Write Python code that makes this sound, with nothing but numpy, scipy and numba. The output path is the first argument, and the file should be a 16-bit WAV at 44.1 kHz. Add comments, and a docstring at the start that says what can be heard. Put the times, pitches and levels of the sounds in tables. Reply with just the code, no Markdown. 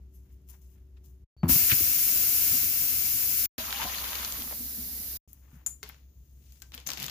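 """A kitchen tap at feeding time, close up over humming motors, in four passages split by silence.
Dry kibble creeps in a steel pot. The tap opens: its pipe thuds, trapped air spits, and the aerated jet
hisses and drums into the sink. Water splashes onto the kibble in crackles and bubbles while the tap
runs on behind. Last, steel clinks on a rim, hard pieces drop into a bowl and a hand scoops the food."""
import sys
import numpy as np
from scipy import signal
from scipy.fft import rfft, irfft, next_fast_len
from scipy.io import wavfile
from numba import njit

SR = 44100
rng = np.random.default_rng(int(sys.argv[2]) if len(sys.argv) > 2 else 0)


def pcm_store(signal):
    """Save signal as 16-bit PCM."""
    levels = np.round(np.clip(np.atleast_2d(signal), -1, 1) * 32767)
    wavfile.write(sys.argv[1], SR, levels.astype(np.int16).T)


N = 313110

# the four audible passages: (start [s], end [s])
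PASSAGES = [(0, 1.238), (1.366, 3.458), (3.580, 5.170), (5.276, 7.2)]
DRY_POT, TAP_ON, SOAKING, SERVING = PASSAGES
# stereo width, narrow in the bass and open on top: (frequency [Hz], side minus mid [dB])
STEREO_WIDTH = [(60, -24.5), (120, -20.5), (200, -15), (380, -6.5), (700, -3.5), (1300, -1.5), (2400, -0.5),
                (15000, 0)]


def undb(db):
    """Decibels to gain."""
    return np.exp(np.asarray(db) * (np.log(10) / 20))


def clock():
    """Time of every sample in seconds."""
    return np.arange(N) / SR


def swell(s, rise, hold, decay):
    """Envelope that grows to one at time s, holds and dies away; rise and decay are time constants."""
    t = clock()
    fade = np.maximum(s - t, 0) / rise + np.maximum(t - s - hold, 0) / decay
    return np.exp(-np.minimum(fade, 20))


def during(start, end, rise=0.00055, fall=0.0063):
    """Gate that ramps open from start and ramps shut from end."""
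    return np.clip((clock() - start) / rise, 0, 1) * np.clip((end - clock()) / fall + 1, 0, 1)


def colour(x, points, share=1):
    """EQ through (Hz, dB) points; share scales the curve's dB."""
    hz, db = np.transpose(points)
    size = next_fast_len(x.shape[-1] + 2048, real=True)
    f = np.maximum(np.fft.rfftfreq(size, 1 / SR), 1)
    gain = undb(share * np.interp(np.log(f), np.log(hz), db))
    return irfft(rfft(x, size) * gain, size)[..., :x.shape[-1]]


def lean(x, points, left=0.57, right=0.46):
    """Pan by frequency: the left takes a share of an EQ curve, the right a share of its inverse."""
    return np.array([colour(x[0], points, left), colour(x[1], points, -right)])


def band(x, lo_hz, hi_hz):
    """Causal band-pass."""
    sos = signal.butter(2, [lo_hz, min(hi_hz, SR / 2 - 1)], "band", fs=SR, output="sos")
    return signal.sosfilt(sos, x)


def unit(x):
    """Scale a stereo sound so that its centre has rms 1."""
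    return x / np.sqrt(np.mean(x.mean(0) ** 2))


def widen(pair):
    """Mid and side become left and right: alike in the bass, unlike in the treble."""
    return pair[0] + colour(pair[1], STEREO_WIDTH) * np.array([[1], [-1]])


def stereo_noise():
    """Broadband noise that widens towards the treble."""
    return widen(rng.standard_normal((2, N)))


def pan(db):
    """Channel gains that put the left db above the right."""
    return undb(np.array([[db], [-db]]) / 2)


def walk(rate):
    """Random drift with a spread near 1, turning rate times a second."""
    knots = np.arange(0, N / SR + 1, 1 / rate)
    return np.interp(clock(), knots, rng.standard_normal(len(knots)))


def add(out, s, sound):
    """Mix a short sound in at time s."""
    i = max(int(s * SR), 0)
    out[:, i:i + sound.shape[-1]] += sound[..., :max(N - i, 0)]


def ring(modes, t):
    """Decaying (Hz, dB, t60) modes of a struck object, slightly detuned at each blow."""
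    return sum(undb(db - 60 * t / t60) * np.sin(2 * np.pi * hz * (1 + 0.0006 * rng.standard_normal()) * t)
               for hz, db, t60 in modes)


def burst(t, lo_hz, hi_hz, crack_s, tail_db, tail_s):
    """A contact crack and its diffuse tail, wider the higher it is; rms 1 over the first 20 ms."""
    mid, side = rng.standard_normal((2, len(t)))
    side_db = np.interp(np.sqrt(lo_hz * hi_hz), *np.transpose(STEREO_WIDTH))
    noise = mid + side * undb(side_db) * np.array([[1], [-1]])
    envelope = np.exp(-t / crack_s) + undb(tail_db) * np.exp(-t / tail_s)
    x = band(noise * envelope, lo_hz, hi_hz)
    return x / np.sqrt(np.mean(x.mean(0)[:SR // 50] ** 2))


@njit
def chirps(start, hz, cycles, size, glide):
    """Each grain is a damped sine that lasts some cycles and may glide upward."""
    y = np.zeros(N)
    for k in range(len(start)):
        length = int(cycles[k] * SR / hz[k]) + 2
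        step = 2 * np.pi * hz[k] / SR
        phasor = size[k] + 0j
        turn = np.exp(1j * step - 5.8 / length)
        bend = np.exp(1j * step * glide / length)
        for i in range(min(length, N - start[k])):
            phasor *= turn
            turn *= bend
            y[start[k] + i] += phasor.imag
    return y


def grains(rate, lo_hz, hi_hz, cycles, spread_db, glide=0.0):
    """A shower of uneven grains, rate a second; each has its own stereo lag and balance."""
    when, pitch, life, size, lag, side = rng.random((int(rate * N / SR), 6)).T
    hz = lo_hz * (hi_hz / lo_hz) ** pitch
    size = undb(-spread_db * np.log(size * .99 + .01)) * np.sqrt(hz) * rng.choice([-1, 1], len(hz))
    channels = []
    for way, share in ((1, side), (-1, 1 - side)):
        start = np.clip(when * N + way * (lag - .5) * 20, 0, N - 1).astype(np.int64)
        channels.append(chirps(start, hz, cycles * (.5 + life), size * np.sqrt(share), glide))
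    return np.array(channels)


def room(x, wet_db, t60):
    """Hard kitchen surfaces add a short diffuse tail."""
    t = np.arange(SR // 4) / SR
    tail = rng.standard_normal((2, len(t))) * undb(-60 * t / t60) * (t > .003)
    tail /= np.sqrt(np.sum(tail ** 2, axis=1, keepdims=True))
    return x + undb(wet_db) * signal.oaconvolve(x, tail, axes=1)[:, :N]


def motor(lines):
    """A motor's steady (Hz, dB) tones, each wavering in level."""
    t = clock()
    return sum(np.sqrt(2) * undb(db + 0.95 * walk(5.9)) * np.sin(2 * np.pi * (hz * t + rng.random()))
               for hz, db in lines)


def room_tone():
    """Appliance motors hum over dull air; a whine joins the first passage, a faint hiss the last."""
    # motor tones; the two lowest of the hum beat: (frequency [Hz], level [dB])
    hum_lines = [(59.6, -62.5), (66.1, -54.5), (119.8, -82.5), (139, -76.5)]
    whine_lines = [(188.4, -72), (285.3, -78), (376.8, -74)]
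    # EQ of the kitchen air and of the high hiss: (frequency [Hz], gain [dB])
    air_eq = [(25, -6.5), (60, 6.5), (110, 0), (190, -9), (300, -13.5), (500, -24), (1000, -35.5),
              (2500, -39.5), (5000, -42), (6800, -42), (8200, -52.5), (9500, -52.5), (12000, -42.5),
              (15500, -43.5)]
    hiss_eq = [(1000, -34), (3000, -13), (5500, -11), (6800, 1), (8000, -37), (10500, -28), (12500, -8),
               (15300, 2.5)]
    hum = motor(hum_lines) * undb(3.9 * during(*DRY_POT) + 3.2 * during(*SOAKING))
    whine = motor(whine_lines) * during(*DRY_POT)
    air = unit(colour(stereo_noise(), air_eq)) * undb(-59.5 + walk(12))
    hiss = unit(colour(stereo_noise(), hiss_eq)) * undb(-69.5) * during(*SERVING)
    return hum + whine + air + hiss


def kibble_rustle():
    """Dry pieces creep against each other, now and then in a small slide."""
    # slides in the heap: (peak time [s], level [dB], rise [s], decay [s])
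    slides = [(0.143, -69, .015, 0.094), (0.328, -74, 0.02, 0.028), (0.497, -54.5, 0.0084, 0.041),
              (0.616, -66.5, .0015, 0.047), (0.72, -70.5, 0.04, 0.048), (1.043, -62.5, 0.0047, 0.05),
              (5.286, -63, 0.0079, 0.11), (5.56, -68, 0.053, 0.032), (6.524, -69, 0.0018, 0.0079),
              (6.56, -67, .25, 0.4)]
    # EQ of the shifting kibble: (frequency [Hz], gain [dB])
    grit_eq = [(350, -41), (600, -26), (1110, -20), (1780, -24.5), (2900, -16), (4020, -17), (6500, -4.5),
               (8470, -10.5), (10500, -2.5), (14400, 0.5), (15400, 3)]
    creep = undb(-84.5) * during(*DRY_POT) + undb(-83.5) * during(*SERVING)
    sliding = sum(undb(db) * swell(s, rise, 0, decay) for s, db, rise, decay in slides)
    grit = room(grains(9000, 620, 16000, cycles=2.2, spread_db=4.0), wet_db=-1.8, t60=0.086)
    return unit(colour(grit, grit_eq)) * np.hypot(creep, sliding) * pan(5.1)


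def pot_scuffs():
    """Pots and bowls scuff softly on the counter; the steel gives one tiny high tink."""
    # soft scrapes: (time [s], level [dB], rise [s], hold [s], decay [s], band centre [Hz])
    scuffs = [(0.275, -83, .03, 0.031, .04, 1500), (0.503, -74.5, 0.012, 0.047, .03, 1200),
              (0.75, -81.5, 0.026, 0.032, .03, 1400), (0.97, -74.5, .004, 0.015, 0.0054, 2100),
              (5.552, -69, 0.11, 0.039, 0.055, 1140), (6.526, -69.5, 0.1, 0.045, 0.024, 3920)]
    spread = 2.04  # band edge over band centre
    rub = stereo_noise() * undb(4.0 * walk(120))
    out = sum(unit(band(rub, hz / spread, hz * spread)) * undb(db) * swell(s, rise, hold, decay)
              for s, db, rise, hold, decay, hz in scuffs)
    t = np.arange(SR // 3) / SR
    tink = ring([(11670, -59, 0.18)], t) * (1 - np.exp(-t / .004))
    add(out, 0.143, tink)
    return out * pan(5.6)


def kibble_hits():
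    """A falling piece knocks, cracks, snaps and ticks; a brighter hit has more tick and less knock."""
    # pieces striking bowl and heap: (time [s], level [dB], brightness [dB], snap centre [Hz])
    hits = [(0.477, -56, 14, 6000), (0.488, -44.5, 14, 6500), (1.06, -52, 11, 4800),
            (5.331, -38.5, 22, 6000), (5.83, -28, -8, 4870), (5.836, -34, 4, 3900), (5.89, -33.5, 23, 5500),
            (5.897, -38.5, -17, 3800), (5.944, -48.5, -18, 4760), (6.522, -45.5, 5, 5490),
            (6.601, -53, 3, 6500), (6.62, -35, 0.5, 5900), (6.624, -37, -3, 5600), (6.72, -41.5, -7, 3200),
            (6.738, -38, -9, 3400), (6.7424, -32.5, -6, 3260), (6.748, -32.5, 15, 5000),
            (6.778, -37, -8, 3220), (6.801, -41.5, -8, 4140), (6.866, -31, -2, 4800), (6.872, -24, 8, 6060),
            (6.888, -28.5, -4, 5600), (6.891, -27.5, -9, 5030), (6.903, -23.5, -2, 5200),
            (6.917, -26.5, 0, 4200), (6.934, -26.5, -2, 5400), (6.973, -28.5, -3, 2620),
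            (6.981, -30.5, -5, 3930), (6.993, -34, 0, 2800), (7.0, -27, 1, 5500), (7.007, -34, -4, 3000),
            (7.022, -32, -4, 2700), (7.028, -24.5, 3, 5200), (7.037, -31, -2, 3200), (7.042, -27, 2, 4400),
            (7.057, -32, 3, 4600), (7.06, -32, 4, 5440), (7.064, -25, 3, 6000), (7.082, -26.5, -6, 2980),
            (7.097, -28, -5, 4200)]
    spread = 1.29  # band edge over band centre
    out, t = np.zeros((2, N)), np.arange(SR // 5) / SR
    for s, db, bright_db, hz in hits:
        knock = burst(t, 600, 2740, 0.002, -8, 0.04) * undb(-9.5 - bright_db)
        crack = burst(t, 2070, 7000, 0.0013, -20, 0.042) * undb(-2)
        snap = burst(t, hz / spread, hz * spread, 0.00083, -22.5, 0.038)
        tick = burst(t, 11100, 15600, 0.0013, -20, 0.012) * undb(-1.5 + bright_db)
        hit = knock + crack + snap + tick
        add(out, s, hit / np.abs(hit.mean(0)).max() * undb(db) * pan(5))
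    return out


def jet(eq, echo_db):
    """The aerator breaks the stream into tiny bubbles: an even fizz, coloured by the sink's walls."""
    fizz = rng.standard_normal((2, N)) * undb(.3 * walk(90) + .15 * walk(9))
    return unit(colour(widen(room(fizz, echo_db, t60=0.034)), eq))


def tap():
    """The tap surges open close by, later runs behind the pot; its jet drums on the sink."""
    # EQ of the hiss and the drumming, close by and behind the pot: (frequency [Hz], gain [dB])
    near_hiss_eq = [(300, -56.5), (450, -26), (660, -24.5), (820, -25.5), (1100, -25.5), (1450, -19.5),
                    (1750, -18.5), (1980, -20), (2150, -13.5), (2380, -15.5), (2700, -12.5), (2950, -16),
                    (3400, -17.5), (4300, -14), (5100, -10), (6700, -9), (8200, -14.5), (10300, -8.5),
                    (11600, -2), (13300, -1.5), (15300, 0)]
    near_drum_eq = [(40, -22), (70, -2.5), (95, 4.5), (170, -5.5), (250, -2.5), (330, -9.5), (450, -19),
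                    (800, -35.5)]
    far_hiss_eq = [(300, -63), (450, -16), (1100, -21), (2100, -16.5), (3100, -17.5), (4200, -10),
                   (6600, -9), (8000, -16.5), (9500, -10), (12000, 0.5), (13800, 2.5), (15300, -1)]
    far_drum_eq = [(50, 2.5), (90, -4.5), (140, -7.5), (190, -3.5), (235, 3.5), (290, -6), (350, -13.5),
                   (450, -13.5), (800, -32.5)]
    # stereo placement of the hiss behind the pot: (frequency [Hz], leftward lean [dB])
    far_lean = [(1000, 1), (5500, 1), (6800, 0), (7400, 5.5), (8200, -0.5), (12000, -3), (14000, -11),
                (15300, 0)]
    # brief swells of the drumming: (time [s], level [dB])
    drum_swells = [(2.546, -49), (2.96, -60), (3.082, -45), (3.584, -42), (3.85, -43.5), (4.4, -46),
                   (4.614, -51), (4.8, -51)]
    leaks_s, opens_s = 1.434, 1.479  # a faint fizz leaks through the valve before the water comes
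    t = clock()
    near_gate = during(opens_s, TAP_ON[1], rise=0.025) + undb(-42.5) * during(leaks_s, opens_s)
    surge_db = 6 * np.exp(-np.maximum(t - opens_s, 0) / 0.13)  # stored pressure lets go
    ease_db = np.interp(t, (2.55, 2.7), (0, -2.5))
    flow = undb(surge_db + ease_db)
    drumming = stereo_noise() * undb(2 * walk(20))
    swells = sum(undb(db) * swell(s, rise=0.011, hold=0, decay=0.011) for s, db in drum_swells)
    near = jet(near_hiss_eq, echo_db=-13) * flow * undb(-22.5) * pan(0.74)
    near += unit(colour(drumming, near_drum_eq)) * (flow * undb(-49.5) + swells)
    far = lean(jet(far_hiss_eq, echo_db=-7), far_lean) * undb(-36.5)
    far += unit(colour(drumming, far_drum_eq)) * (undb(-53) + swells)
    # a faint, thin high tone sounds just before the water comes
    thin_tone_hz = 4510 + 15 * walk(250)
    thin_tone = np.sin(2 * np.pi * np.cumsum(thin_tone_hz) / SR) * undb(-64.5)
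    thin_tone *= during(TAP_ON[0], opens_s, rise=0.022, fall=0.025)
    return near * near_gate + far * during(*SOAKING) + thin_tone


def pipe_knocks():
    """The pipe thumps as the water starts; the valve chatters ever more weakly, ringing hollow modes."""
    # thuds: (time [s], thump pitch [Hz], thump [dB], ring [dB], shudder length [s], clack re ring [dB])
    thuds = [(1.4318, 168, -13.5, -24.5, .07, -15.5), (1.494, 245, -23.5, -31, .03, -12),
             (1.504, 70.6, -27.5, -42, .01, -16.5), (1.555, 152, -27, -36, .01, -17.5),
             (1.718, 112, -25, -29.5, .01, -34), (1.806, 336, -35.5, -42, .01, -34),
             (1.812, 83.5, -33.5, -42, .01, -34)]
    # resonances of tap and pipe: (frequency [Hz], level [dB], t60 [s])
    pipe_modes = [(91.3, -1, 0.14), (164.4, -6.5, 0.22), (256, -5.5, 0.14), (323.4, -1, 0.066),
                  (447, -18.5, 0.079), (620, -18.5, 0.048), (930, -17, 0.063), (1090, -16.5, 0.048)]
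    thump_cycles = 2.6
    rebound_s, rebound_step_db, rebound_clack_db = .0118, -2, -6  # a shudder is a train of rebounds
    out, t = np.zeros((2, N)), np.arange(SR // 4) / SR
    soft_contact = np.sin(np.pi / 2 * np.minimum(t / .005, 1)) ** 2
    for s, hz, thump_db, ring_db, shudder_s, clack_db in thuds:
        push = np.sin(np.pi * np.minimum(hz * t / thump_cycles, 1))
        add(out, s, push * np.sin(2 * np.pi * hz * t) * undb(thump_db))
        for k, delay in enumerate(np.arange(0, shudder_s, rebound_s)):
            clack = burst(t, 590, 1250, 0.0043, -10, 0.023)
            lever_rattle = burst(t, 1300, 2700, 0.0045, -16, .015) * undb(-11.5)
            clack_gain = undb(clack_db + rebound_clack_db * (k > 0)) * pan(2.2)
            blow = ring(pipe_modes, t) * soft_contact + (clack + lever_rattle) * clack_gain
            jitter_s = 0.00017 * rng.standard_normal()
            add(out, s + delay + jitter_s, blow * undb(ring_db + k * rebound_step_db))
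    return out


def air_spits():
    """Air trapped in the pipe sputters out through the aerator."""
    # puffs of air: (peak time [s], level [dB], rise [s], decay [s])
    puffs = [(1.493, -40, 0.0026, 0.0061), (1.70, -37.5, 0.011, 0.01), (1.719, -22.5, 0.0054, 0.0063),
             (1.732, -41.5, .004, 0.014)]
    # EQ of the sputter: (frequency [Hz], gain [dB])
    sputter_eq = [(600, -49), (950, -29), (1250, -12.5), (1800, 3), (2050, -5.5), (2400, 0.5), (3300, -8.5),
                  (4500, -9), (7000, -35)]
    sputter = unit(colour(stereo_noise() * undb(2.7 * walk(400)), sputter_eq))
    envelope = sum(undb(db) * swell(s, rise, 0, decay) for s, db, rise, decay in puffs)
    return sputter * envelope * pan(1.8)


def flicker(x, depth_db, rate, bands=9):
    """Each band of a sound swells and fades on its own."""
    spectrum = rfft(x)
    log_hz = np.log(np.maximum(np.fft.rfftfreq(N, 1 / SR), 1))
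    centres = np.log(np.geomspace(500, 9000, bands))
    return sum(irfft(spectrum * np.interp(log_hz, centres, row), N) * undb(depth_db * walk(rate))
               for row in np.eye(bands))


def pour():
    """Water splatters over the kibble in crackles and small bubbles, gushes once and thins out."""
    # EQ of the splash: (frequency [Hz], gain [dB])
    splash_eq = [(200, -14), (330, -15), (520, -12), (720, -9.5), (1000, -2.5), (1500, -3.5), (2100, -2),
                 (2500, -0.5), (3000, 1.5), (5500, 0), (6600, 4), (8000, -16.5), (11000, -7), (15000, -29)]
    gush_s, thins_s, ends_s = 3.825, 4.217, 4.53
    t = clock()
    splatter = unit(grains(7000, 505, 13000, cycles=1.7, spread_db=1.3))
    bubbles = unit(grains(1600, 558, 5020, cycles=32, spread_db=4.0, glide=0.11))
    splash = room(splatter + undb(-7.5) * bubbles, wet_db=-8.5, t60=0.12)
    splash = flicker(unit(colour(splash, splash_eq)), depth_db=2.5, rate=70)
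    stream_db = np.where(t < 3.7, -44, -43) + 0.5 * walk(30)
    gush_db = 7.5 * swell(gush_s, rise=0.027, hold=0, decay=0.027)
    thinning_db = -42 * np.maximum(t - thins_s, 0)
    flow = undb(stream_db + gush_db + thinning_db) * during(SOAKING[0], ends_s, fall=0.049)
    return splash * flow * pan(6.3)


def gurgles():
    """Air pockets in the heap and the sink ring with a rising pitch; big bubbles ring longer."""
    # bubbles: (time [s], starting pitch [Hz], level [dB])
    bubbles = [(3.60, 624, -40), (3.735, 786, -41), (3.77, 810, -43), (3.795, 891, -32.5),
               (3.811, 922, -33), (3.818, 1082, -44), (3.825, 800, -45), (3.838, 1030, -41),
               (3.85, 715, -37), (3.868, 1010, -36.5), (3.872, 704, -41), (4.39, 230, -40),
               (4.604, 236, -41), (4.78, 227, -38.5)]
    out, t = np.zeros((2, N)), np.arange(SR // 5) / SR
    for s, hz, db in bubbles:
        t60 = 3.35 / np.sqrt(hz)
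        envelope = undb(db - 60 * t / t60) * (1 - np.exp(-t / 0.0014))
        add(out, s, envelope * np.sin(2 * np.pi * hz * t * (1 + 0.77 * t)) * pan(3.5))
    return out


def drop_slaps():
    """Single drops land on the kibble with a sharp crack and a hollow plop."""
    # drops: (time [s], level [dB], plop re crack [dB], crack centre [Hz])
    drops = [(3.584, -31, 1, 2700), (3.707, -26, -8, 3600), (3.7267, -20, -16, 2700),
             (3.816, -33, -11, 3300), (3.831, -29, -14, 4000), (3.949, -31, -18, 2200),
             (4.042, -28, -14, 3740), (4.078, -30, -22, 6000), (4.131, -28.5, -10, 2300),
             (4.154, -23.5, -19, 3700), (4.16, -38, -18, 5000), (4.229, -35, -3, 1500),
             (4.2477, -23, -22, 4300), (4.323, -27, -18, 5200), (4.421, -30.5, -9, 4000),
             (4.476, -37.5, 2, 1500), (4.51, -39.5, 7, 1500), (4.524, -36.5, 6, 1300)]
    spread = 1.62  # band edge over band centre
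    out, t = np.zeros((2, N)), np.arange(SR // 5) / SR
    for s, db, plop_db, hz in drops:
        crack = burst(t, hz / spread, hz * spread, .0013, -18, 0.0094)
        plop = burst(t, 360, 1120, 0.0034, -11, 0.013) * undb(plop_db)
        slap = crack + plop
        add(out, s, slap / np.abs(slap.mean(0)).max() * undb(db) * pan(3.2))
    return out


def bowls():
    """The bowls thump dully on the counter, and their walls ping where the bare steel is hit."""
    # nudges on the counter: (time [s], pitch [Hz], level [dB])
    bumps = [(5.53, 233, -46), (5.535, 140, -42), (5.559, 166, -45), (5.83, 422, -44.5),
             (6.746, 252, -46.5), (6.778, 485, -53.5), (6.886, 290, -48), (6.995, 202, -40.5),
             (6.99, 140, -45), (7.04, 139, -46)]
    # wall hits; the spot decides which modes speak: (time [s], level [dB], favoured frequency [Hz])
    wall_hits = [(5.663, -50, 900), (5.83, -38, 2160), (5.897, -46, 1950), (6.62, -51.5, 1530),
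                 (6.778, -42.5, 3150), (6.973, -45, 1900), (7.022, -38, 2600), (7.083, -42, 2900)]
    # resonances of the wall: (frequency [Hz], level [dB], t60 [s])
    wall_modes = [(905, -6, 0.076), (980, -7, 0.046), (1560, -8, 0.19), (1575, -3, 0.05), (1810, -9, 0.057),
                  (2120, -1, 0.039), (2620, -14, .08), (3060, -4, 0.052), (3340, 1, 0.04), (3695, -14, .12),
                  (4400, -12, 0.07), (5000, -5, 0.092), (6400, -4, 0.1)]
    falloff_db_per_octave = 33
    out, t = np.zeros((2, N)), np.arange(SR // 3) / SR
    for s, hz, db in bumps:
        add(out, s, ring([(hz, db, .085)], t) * (1 - np.exp(-t / 0.0017)) * pan(0.91))
    for s, db, favoured_hz in wall_hits:
        modes = [(hz, mode_db - falloff_db_per_octave * abs(np.log2(hz / favoured_hz)), t60)
                 for hz, mode_db, t60 in wall_modes]
        add(out, s, ring(modes, t) * undb(db) * pan(7.8))
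    return out


def rim_clinks():
    """Steel meets steel: a bright scrape of contact and a short jangle, then the rim's close modes beat."""
    # touches on the rim: (time [s], ring [dB], contact [dB], jangle [dB], jangle centre [Hz])
    touches = [(5.663, -32, -37.5, -43, 6900), (5.670, -38, -46, -52, 6750), (6.864, -54, -68, -49, 6300),
               (6.871, -53, -50, -43.5, 6260)]
    # resonances of the rim: (frequency [Hz], level [dB], t60 [s])
    rim_modes = [(6560, -21.5, 0.17), (6800, -12, 0.15), (6918, -13, 0.18), (7097, -0.5, 0.16),
                 (7040, -18, .06), (7270, -20, .08), (7560, -20, .14), (8786, -26, 0.17), (9680, -14, 0.15),
                 (11000, -26, .15), (11660, -27, .22), (13530, -32, 0.21)]
    spread = 1.06  # band edge over band centre
    out, t = np.zeros((2, N)), np.arange(SR // 2) / SR
    attack = 1 - np.exp(-t / 0.00048)
    for s, ring_db, contact_db, jangle_db, hz in touches:
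        add(out, s, ring(rim_modes, t) * undb(ring_db) * pan(11))
        scrape = burst(t, 7600, 13400, 0.0014, -21, 0.033)
        body = burst(t, 650, 2700, 0.0021, -11, 0.031) * undb(-18)
        jangle = burst(t, hz / spread, hz * spread, 0.0061, -8, 0.014) * undb(jangle_db) * pan(9.4)
        add(out, s, ((scrape + body) * undb(contact_db) + jangle) * attack)
    return room(out, wet_db=-12, t60=0.25)


def scoop():
    """Handfuls scatter and fingers plough the heap: hard pieces clatter, the pot rumbles under them."""
    # handfuls dropped, stirred or dug out: (time [s], level [dB], hold [s], decay [s])
    handfuls = [(5.831, -57.5, 0.046, 0.067), (6.732, -58.5, 0.075, .03), (6.865, -48.5, 0.074, 0.06),
                (6.975, -51, 0.14, .02), (7.006, -50.5, .05, .02)]
    # EQ of the clattering heap: (frequency [Hz], gain [dB])
    heap_eq = [(59, -47), (100, -30), (140, 8.5), (173, -16), (209, -7), (340, -14.5), (563, -17.5),
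               (1250, -18.5), (1850, -9.5), (2850, -4), (5000, -4), (6700, -6.5), (8600, -20),
               (12000, -0.5), (15400, -14)]
    clatter = unit(grains(4500, 454, 19800, cycles=7.6, spread_db=2.5))
    rumble = unit(band(stereo_noise(), 160, 490))
    heap = room(clatter * pan(4) + undb(-5) * rumble, wet_db=-10.5, t60=0.25)
    effort = sum(undb(db) * swell(s, 0.0029, hold, decay) for s, db, hold, decay in handfuls)
    return unit(colour(heap, heap_eq)) * effort


def scene():
    """The full mix, gated into four passages with silence between them."""
    gate = sum(during(start, end) for start, end in PASSAGES)
    mix = room_tone() + tap() + pipe_knocks() + air_spits() + pot_scuffs()
    mix += pour() + gurgles() + drop_slaps()
    mix += kibble_rustle() + scoop() + kibble_hits() + bowls() + rim_clinks()
    return gate * mix


def record(dry):
    """Each microphone port adds its own colour; the deep bass and the very top are cut."""
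    # unequal resonances of the two ports: (frequency [Hz], leftward lean [dB])
    port_lean = [(60, 1.5), (600, 1.5), (1300, 2.5), (2400, -2.5), (4000, 0), (5400, -1), (6800, 7.5),
                 (7500, 8.5), (8400, -4), (12200, 0), (13200, 3.5), (14400, 9), (15300, 11.5)]
    low_cut = signal.butter(2, 36, "high", fs=SR, output="sos")
    high_cut = signal.ellip(12, .2, 80, 15450, fs=SR, output="sos")
    heard = lean(dry, port_lean, left=0.44, right=0.65)
    return signal.sosfilt(high_cut, signal.sosfilt(low_cut, heard))


dry = scene()
out = record(dry)
pcm_store(out)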